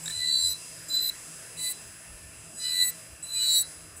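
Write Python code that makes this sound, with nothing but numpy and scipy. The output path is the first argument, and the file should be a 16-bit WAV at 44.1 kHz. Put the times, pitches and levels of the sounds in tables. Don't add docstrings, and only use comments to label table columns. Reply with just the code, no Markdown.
import sys
import numpy as np
from scipy import signal
from scipy.fft import rfft, irfft
from scipy.io import wavfile
from scipy.ndimage import uniform_filter1d

SR = 44100
rng = np.random.default_rng(int(sys.argv[2]) if len(sys.argv) > 2 else 0)


def magnitude_from_level(level_db):
    exponent = np.asarray(level_db, float) / 20
    return 10 ** exponent


def dump_mix(stems):
    frames = np.atleast_2d(stems).T
    limited = np.clip(frames, -1, 1)
    pcm = np.round(limited * 32767).astype(np.int16)
    wavfile.write(sys.argv[1], SR, pcm)


N = 176400

# [t/s, level/dB]
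NEAR = [(0, 3), (.7, 3.5), (1.2, 2), (1.8, 1.5), (2.0, -1.5), (2.4, -1.5), (3.0, 2), (3.2, -3), (3.7, 2.5),
        (4, -4)]
# [t/s, order 4/dB, order 9/dB, orders 5-7/dB, order 28/dB]
SPOT = [(.12, -18, -25, -19, 5), (.25, -14, -19, -34, -1), (.36, -38.5, -6.5, -45, -5),
        (.52, -29, -24, -59, 8), (1, -41, -29, -44, 18.5), (1.65, -13, -11, -25, 11),
        (2.65, -17.5, -16, -21, -2), (2.87, -2.5, -16, -34, -4), (3.35, -30, -26, -27.5, -6),
        (3.47, -34, -9, -26, -4), (3.6, -27.5, -10, -36.5, 13)]
WANDER_DB, WANDER_PER_S = 2.2, 40


def curve(rows, col=1, rise_s=0.012, fall_s=0.033):
    t = np.arange(N) / SR
    if np.ndim(rows[0][0]) == 0:
        return np.interp(t, *np.array(rows)[:, [0, col]].T)
    quiet = -95 if col == 1 else -15
    strokes = []
    for stroke in rows:
        start = [stroke[0][0] - rise_s, quiet]
        end = [stroke[-1][0] + fall_s, quiet]
        strokes.append(np.vstack([start, np.array(stroke)[:, [0, col]], end]))
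    return np.interp(t, *np.vstack(strokes).T)


def walk(rate):
    hold = int(SR / 32 / rate)
    steps = np.repeat(rng.standard_normal(300), hold)[:N // 32 + 1]
    slow = uniform_filter1d(uniform_filter1d(steps, hold), hold)
    return 1.3 * np.repeat(slow, 32)[:N]


def band(hz, width):
    f = np.arange(N // 2 + 1) * SR / N
    spectrum = rng.standard_normal(N + 2).view(complex)
    x = irfft(spectrum * np.exp(-((f - hz) / width) ** 2), N)
    return x / x.std()


def coloured(points, db, swell_db, flicker_db):
    hz, gain = np.array(points).T
    out, swell = 0, walk(2.74)
    for f in 40 * 2 ** (np.arange(26) / 3):
        if hz[0] * 0.93 < f < hz[-1] * 1.02:
            band_db = np.interp(np.log(f), np.log(hz), gain) + 10 * np.log10(f)
            moving_db = swell_db * swell + flicker_db * walk(8)
            out = out + magnitude_from_level(band_db + moving_db) * band(f, f / 5.5)
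    return out * magnitude_from_level(db) / out.std()


def order_swell_db(order):
    # [t/s, length/s, shaft order, level/dB]
    order_swells = [(0.205, 0.13, 17, 7), (0.294, 0.02, 4, 10), (0.364, 0.13, 26, -10), (0.404, 0.03, 16, -10),
                    (0.404, 0.13, 31, 10), (0.424, 0.13, 18, 4), (0.464, 0.13, 14, -10), (0.524, 0.03, 12, 18),
                    (0.888, 0.045, 16, -14), (0.888, 0.09, 15, -7), (0.898, 0.13, 19, -14),
                    (0.918, 0.02, 15, -10), (0.928, 0.09, 14, 10), (1.068, 0.09, 29, 14),
                    (1.646, 0.065, 19, -14), (1.651, 0.045, 21, -7), (1.666, 0.065, 21, 14),
                    (1.676, 0.03, 29, -10), (1.705, 0.02, 4, 9), (2.569, 0.045, 18, -14), (2.629, 0.03, 12, 18),
                    (2.644, 0.09, 10, 14), (2.665, 0.03, 6, 8), (2.669, 0.065, 10, 10), (2.689, 0.13, 20, -10),
                    (2.724, 0.13, 21, 7), (2.744, 0.045, 16, -4),
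                    (2.784, 0.03, 31, -20), (2.804, 0.045, 4, -4), (2.804, 0.09, 30, -7),
                    (2.809, 0.045, 28, -10), (2.819, 0.045, 19, 7), (2.819, 0.13, 23, -7),
                    (2.829, 0.02, 4, -10), (2.829, 0.02, 15, 14), (2.868, 0.02, 17, -10),
                    (2.888, 0.02, 15, -20), (3.236, 0.015, 16, 8), (3.288, 0.065, 15, -20),
                    (3.357, 0.03, 16, 7), (3.357, 0.13, 28, 10), (3.375, 0.03, 5, 12),
                    (3.407, 0.045, 17, 7), (3.43, 0.035, 6, 10), (3.437, 0.065, 27, -14),
                    (3.447, 0.13, 20, -14), (3.457, 0.03, 21, -14), (3.477, 0.03, 16, -7),
                    (3.507, 0.045, 24, -20), (3.52, 0.045, 11, 16), (3.537, 0.09, 18, 4),
                    (3.547, 0.065, 17, -7), (3.547, 0.09, 31, -10), (3.55, 0.1, 32, 22),
                    (3.557, 0.065, 19, 10), (3.577, 0.03, 26, 7), (3.577, 0.03, 28, -10),
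                    (3.577, 0.045, 12, 10), (3.587, 0.065, 14, -14)]
    t = np.arange(N // 32 + 1) * 32 / SR
    total_db = np.zeros(len(t))
    for s, length, k, db in order_swells:
        if k == order:
            total_db += db * np.exp(-((t - s) / length) ** 4)
    return np.repeat(total_db, 32)[:N]


def orders(turn, levels_db, wander_db, rate, order):
    out = 0
    for k, db in enumerate(levels_db, order):
        level = np.sqrt(2) * magnitude_from_level(db + wander_db * walk(rate) + order_swell_db(k))
        phase = 2 * np.pi * rng.random() + 0.17 * walk(60)
        out = out + level * np.sin(k * turn + phase)
    return out


def tone(turn, order, wander_db):
    return orders(turn, [0], wander_db, WANDER_PER_S, order)


def shaft_turn():
    # [t/s, turns per s]
    shaft = [(0, 496.1), (.22, 495), (.37, 496.2), (.53, 493.7), (.65, 498), (.86, 500), (1.05, 495.8),
             (1.22, 500.3), (1.53, 503), (1.76, 500.8), (2.17, 502.4), (2.45, 498.6), (2.86, 493.5),
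             (3.03, 498.6), (3.24, 498), (3.6, 487.6), (3.73, 497.4), (3.96, 502.1)]
    speed = uniform_filter1d(curve(shaft), 2000) + 0.25 * walk(30)
    return 2 * np.pi * np.cumsum(speed) / SR


def motor(turn):
    idle = [-68, -64, -66, -76, -62, -55, -71, -74, -77, -79, -77, -77, -72, -78, -79, -74]
    # [f/Hz, level/dB per Hz]
    hiss = [(3200, -12), (4000, -14), (4900, -6), (6300, -7), (7800, 0), (10200, -7), (11300, -19),
            (16000, -19)]
    whine = orders(turn, idle, 2.2, 5, order=16)
    whine = whine + orders(turn, [-74, -95, -60], 1.8, 7, order=8)
    whine = whine + orders(turn, [-77], 2.5, 5, order=2)
    return magnitude_from_level(curve(NEAR)) * (whine + coloured(hiss, db=-50.5, swell_db=0.5, flicker_db=1.2))


def vent():
    return magnitude_from_level(curve(NEAR) - 58 + walk(8.4)) * band(7830, 430)


def room():
    # [f/Hz, level/dB per Hz]
    floor = [(40, -10), (60, -7), (200, -12), (600, -12.5), (880, -18.5), (1500, -12), (2800, -16),
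             (3200, -21.5)]
    # [f/Hz, width/Hz, level/dB]
    hums = [(115.3, 13, -64.5), (161.6, 6.5, -61), (311, 14.5, -69), (648, 35, -66), (1778, 38, -67.5),
            (2667, 157, -61.5)]
    # [t/s, length/s, f/Hz, level/dB]
    rumbles = [
        (0.184, 0.061, 89.5, -53),
        (0.474, 0.065, 95, -47.5),
        (1.886, 0.05, 99, -55),
        (2.132, 0.036, 56, -50),
        (2.306, 0.15, 73, -54),
        (3.127, 0.039, 70, -53),
        (3.89, 0.36, 79, -59),
    ]
    t, out = np.arange(N) / SR, np.zeros(N)
    for hz, width, db in hums:
        out += magnitude_from_level(db + 2.4 * walk(7)) * band(hz, width)
    for s, length, hz, db in rumbles:
        out += magnitude_from_level(db) * np.exp(-((t - s) / length) ** 2) * band(hz, hz / 2.3)
    return out + coloured(floor, db=-53.5, swell_db=0.8, flicker_db=2.2)


def flute_tones(turn):
    # [t/s, flute tone level/dB]
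    press = [
        [(0.1, -42.5), (0.204, -31.5), (0.358, -24), (0.522, -33), (0.545, -41)],
        [(0.885, -61), (0.905, -33), (0.949, -24.5), (1.095, -31.5), (1.11, -44)],
        [(1.575, -47), (1.587, -41.5), (1.673, -34), (1.735, -48.5)],
        [(2.57, -63), (2.604, -42), (2.658, -33), (2.76, -30.5), (2.83, -24.5), (2.865, -43), (2.885, -33.5),
         (2.91, -48)],
        [(3.23, -58), (3.254, -49), (3.368, -29.5), (3.578, -24), (3.635, -43)],
    ]
    half, ninth, odd = (magnitude_from_level(curve(SPOT, col)) for col in (1, 2, 3))
    flutes = tone(turn, 8, wander_db=1.83)
    flutes = flutes + half * tone(turn, 4, wander_db=4.0)
    flutes = flutes + ninth * tone(turn, 9, wander_db=1.0)
    uneven = orders(turn, [-3, 0, -9], 2.2, WANDER_PER_S, order=5)
    flutes = flutes + odd * (uneven + magnitude_from_level(-9) * tone(turn, 3, wander_db=3.0))
    flutes = flutes + magnitude_from_level(-27) * band(4030, 830)
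    return magnitude_from_level(curve(press, rise_s=0.017, fall_s=0.13)) * flutes


def scrape(turn, slide):
    # [t/s, scrape level/dB, sharpness/dB]
    bite = [
        [(0.0, -48.5, -14), (0.076, -39.5, -22), (0.198, -42, -14), (0.472, -29.5, -14), (0.53, -37, -3)],
        [(0.885, -41.5, -14), (0.901, -43.5, -11), (0.973, -39, -18), (1.051, -39, -3.5), (1.098, -36.5, -5)],
        [(1.57, -43.5, -19), (1.604, -36, -13), (1.652, -32, -10), (1.71, -32, -7), (1.725, -36, -5)],
        [(2.44, -66, -1), (2.442, -77, -6), (2.588, -37, -19), (2.886, -29, -2.5), (2.9, -33.5, 2)],
        [(3.228, -41, -24), (3.304, -45, -14), (3.346, -34.5, -16.5), (3.586, -25.5, -4), (3.62, -27.5, -7)],
    ]
    # [t/s, order 10/dB re scrape, order 15/dB re scrape]
    lean = [(.2, -32, -10), (.45, -10.5, -0.5), (.53, -12, -28), (.9, -2.5, 9), (1.08, -9, -25),
            (1.65, -21, -20), (2.7, -29.5, -29), (2.82, -38, -22), (3.3, -13, -6), (3.42, -18, -18),
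            (3.53, -17, -7), (3.62, -26, -25)]
    lower = [-40, -26, -31, -15]
    upper = [-3, -12, -14.5, -16, -9.5, -41]
    edge_orders = [-12, -14, -11, -14, -12, -11, -8, -12, -16, -16, -40]
    t = np.arange(N) / SR
    puff = (1 + 0.5 * np.cos(turn)) * magnitude_from_level(2.1 * walk(68))

    body = orders(slide, lower, WANDER_DB, WANDER_PER_S, order=11)
    body = body + orders(slide, upper, WANDER_DB, WANDER_PER_S, order=16)
    body = body + magnitude_from_level(curve(lean)) * tone(turn, 10, wander_db=1.5)
    body = body + magnitude_from_level(curve(lean, col=2)) * tone(turn, 15, wander_db=5.5)
    body = body + magnitude_from_level(-19) * puff * band(7400, 780)

    edge = orders(slide, edge_orders, 1.2 * WANDER_DB, WANDER_PER_S, order=22)
    edge = edge + magnitude_from_level(-13 + curve(SPOT, col=4)) * tone(turn, 28, wander_db=6.5)
    edge = edge + magnitude_from_level(-14) * puff * band(20000, 2600)

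    touch_s = 3.965
    touch_db = -40.5 - 300 * np.abs(t - touch_s - 0.01) - 1200 * np.maximum(touch_s - t, 0)
    scrape_db = np.maximum(curve(bite, rise_s=0.0071, fall_s=0.054), touch_db)
    return magnitude_from_level(scrape_db) * (body + magnitude_from_level(curve(bite, col=2)) * edge)


def bit(turn):
    # [t/s, flick level/dB, dust level/dB]
    lifts = [
        (0.529, -31, -47),
        (1.093, -29.5, -42),
        (1.719, -39.5, -47),
        (2.902, -51, -47),
        (3.622, -45, -36),
    ]
    t = np.arange(N) / SR
    bumps = [np.exp(-((t - row[0]) / 0.01086) ** 2) for row in lifts]
    slide = turn + 2 * np.pi * 4.56 * np.cumsum(sum(bumps)) / SR
    singing = flute_tones(turn)
    scraping = scrape(turn, slide)
    ring = band(3960, 90)
    dust = 2 * band(11500, 4000) * np.cos(turn / 2) ** 10
    flick = sum(bump * (magnitude_from_level(row[1]) * ring + magnitude_from_level(row[2]) * dust) for bump, row in zip(bumps, lifts))
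    off = sum((t > row[0] + 0.007) & (t < row[0] + 0.1) for row in lifts)
    return singing + magnitude_from_level(-14 * off) * (scraping + flick)


def ticks():
    # [t/s, peak level/dB]
    bounces = [
        (.0573, -25),
        (.0787, -21),
        (.0985, -27),
        (.106, -29),
        (.1175, -35),
        (.1295, -37),
    ]
    # [f/Hz, level/dB, t60/s]
    modes = [(1740, 1, .028), (2300, -7, .015), (3800, -1, .025), (5500, -9, .008), (7150, -6, .018),
             (10500, -15, .006)]
    out, t = np.zeros(N), np.arange(2205) / SR
    for s, db in bounces:
        push = rng.standard_normal(len(t)) * np.exp(-t / 0.0035)
        ring = np.zeros(len(t))
        for hz, mode_db, t60 in modes:
            level = magnitude_from_level(mode_db + 2 * rng.standard_normal())
            ring += level * np.sin(2 * np.pi * hz * t) * 1000 ** (-t / t60)
        hit = np.convolve(np.diff(push), ring)[:len(t)]
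        start = int(s * SR)
        out[start:start + len(t)] += magnitude_from_level(db) * hit / np.abs(hit).max()
    return out


def scene():
    turn = shaft_turn()
    return (motor(turn) + bit(turn) + ticks() + room() + vent())[None]


def top_cut(x):
    return signal.sosfilt(signal.butter(12, 16220, fs=SR, output="sos"), x)


def record(dry):
    split_hz, notch_width_hz, mirror_width_hz = 4000, 39.5, 110
    f = np.arange(N // 2 + 1) * SR / N
    spec, off = rfft(dry[0]), f - split_hz
    mirror = np.conj(spec[np.abs(round(2 * split_hz * N / SR) - np.arange(len(f)))])
    dip = 1 - 0.87 * np.exp(-(off / notch_width_hz) ** 2)
    spec = spec * dip + mirror * np.exp(-(off / mirror_width_hz) ** 2)
    lowpass = signal.ellip(8, 0.2, 70, 15750, fs=SR, output="sos")
    x = signal.sosfilt(lowpass, irfft(spec, N))
    return top_cut(x[None])


dry = scene()
out = record(dry)
dump_mix(out)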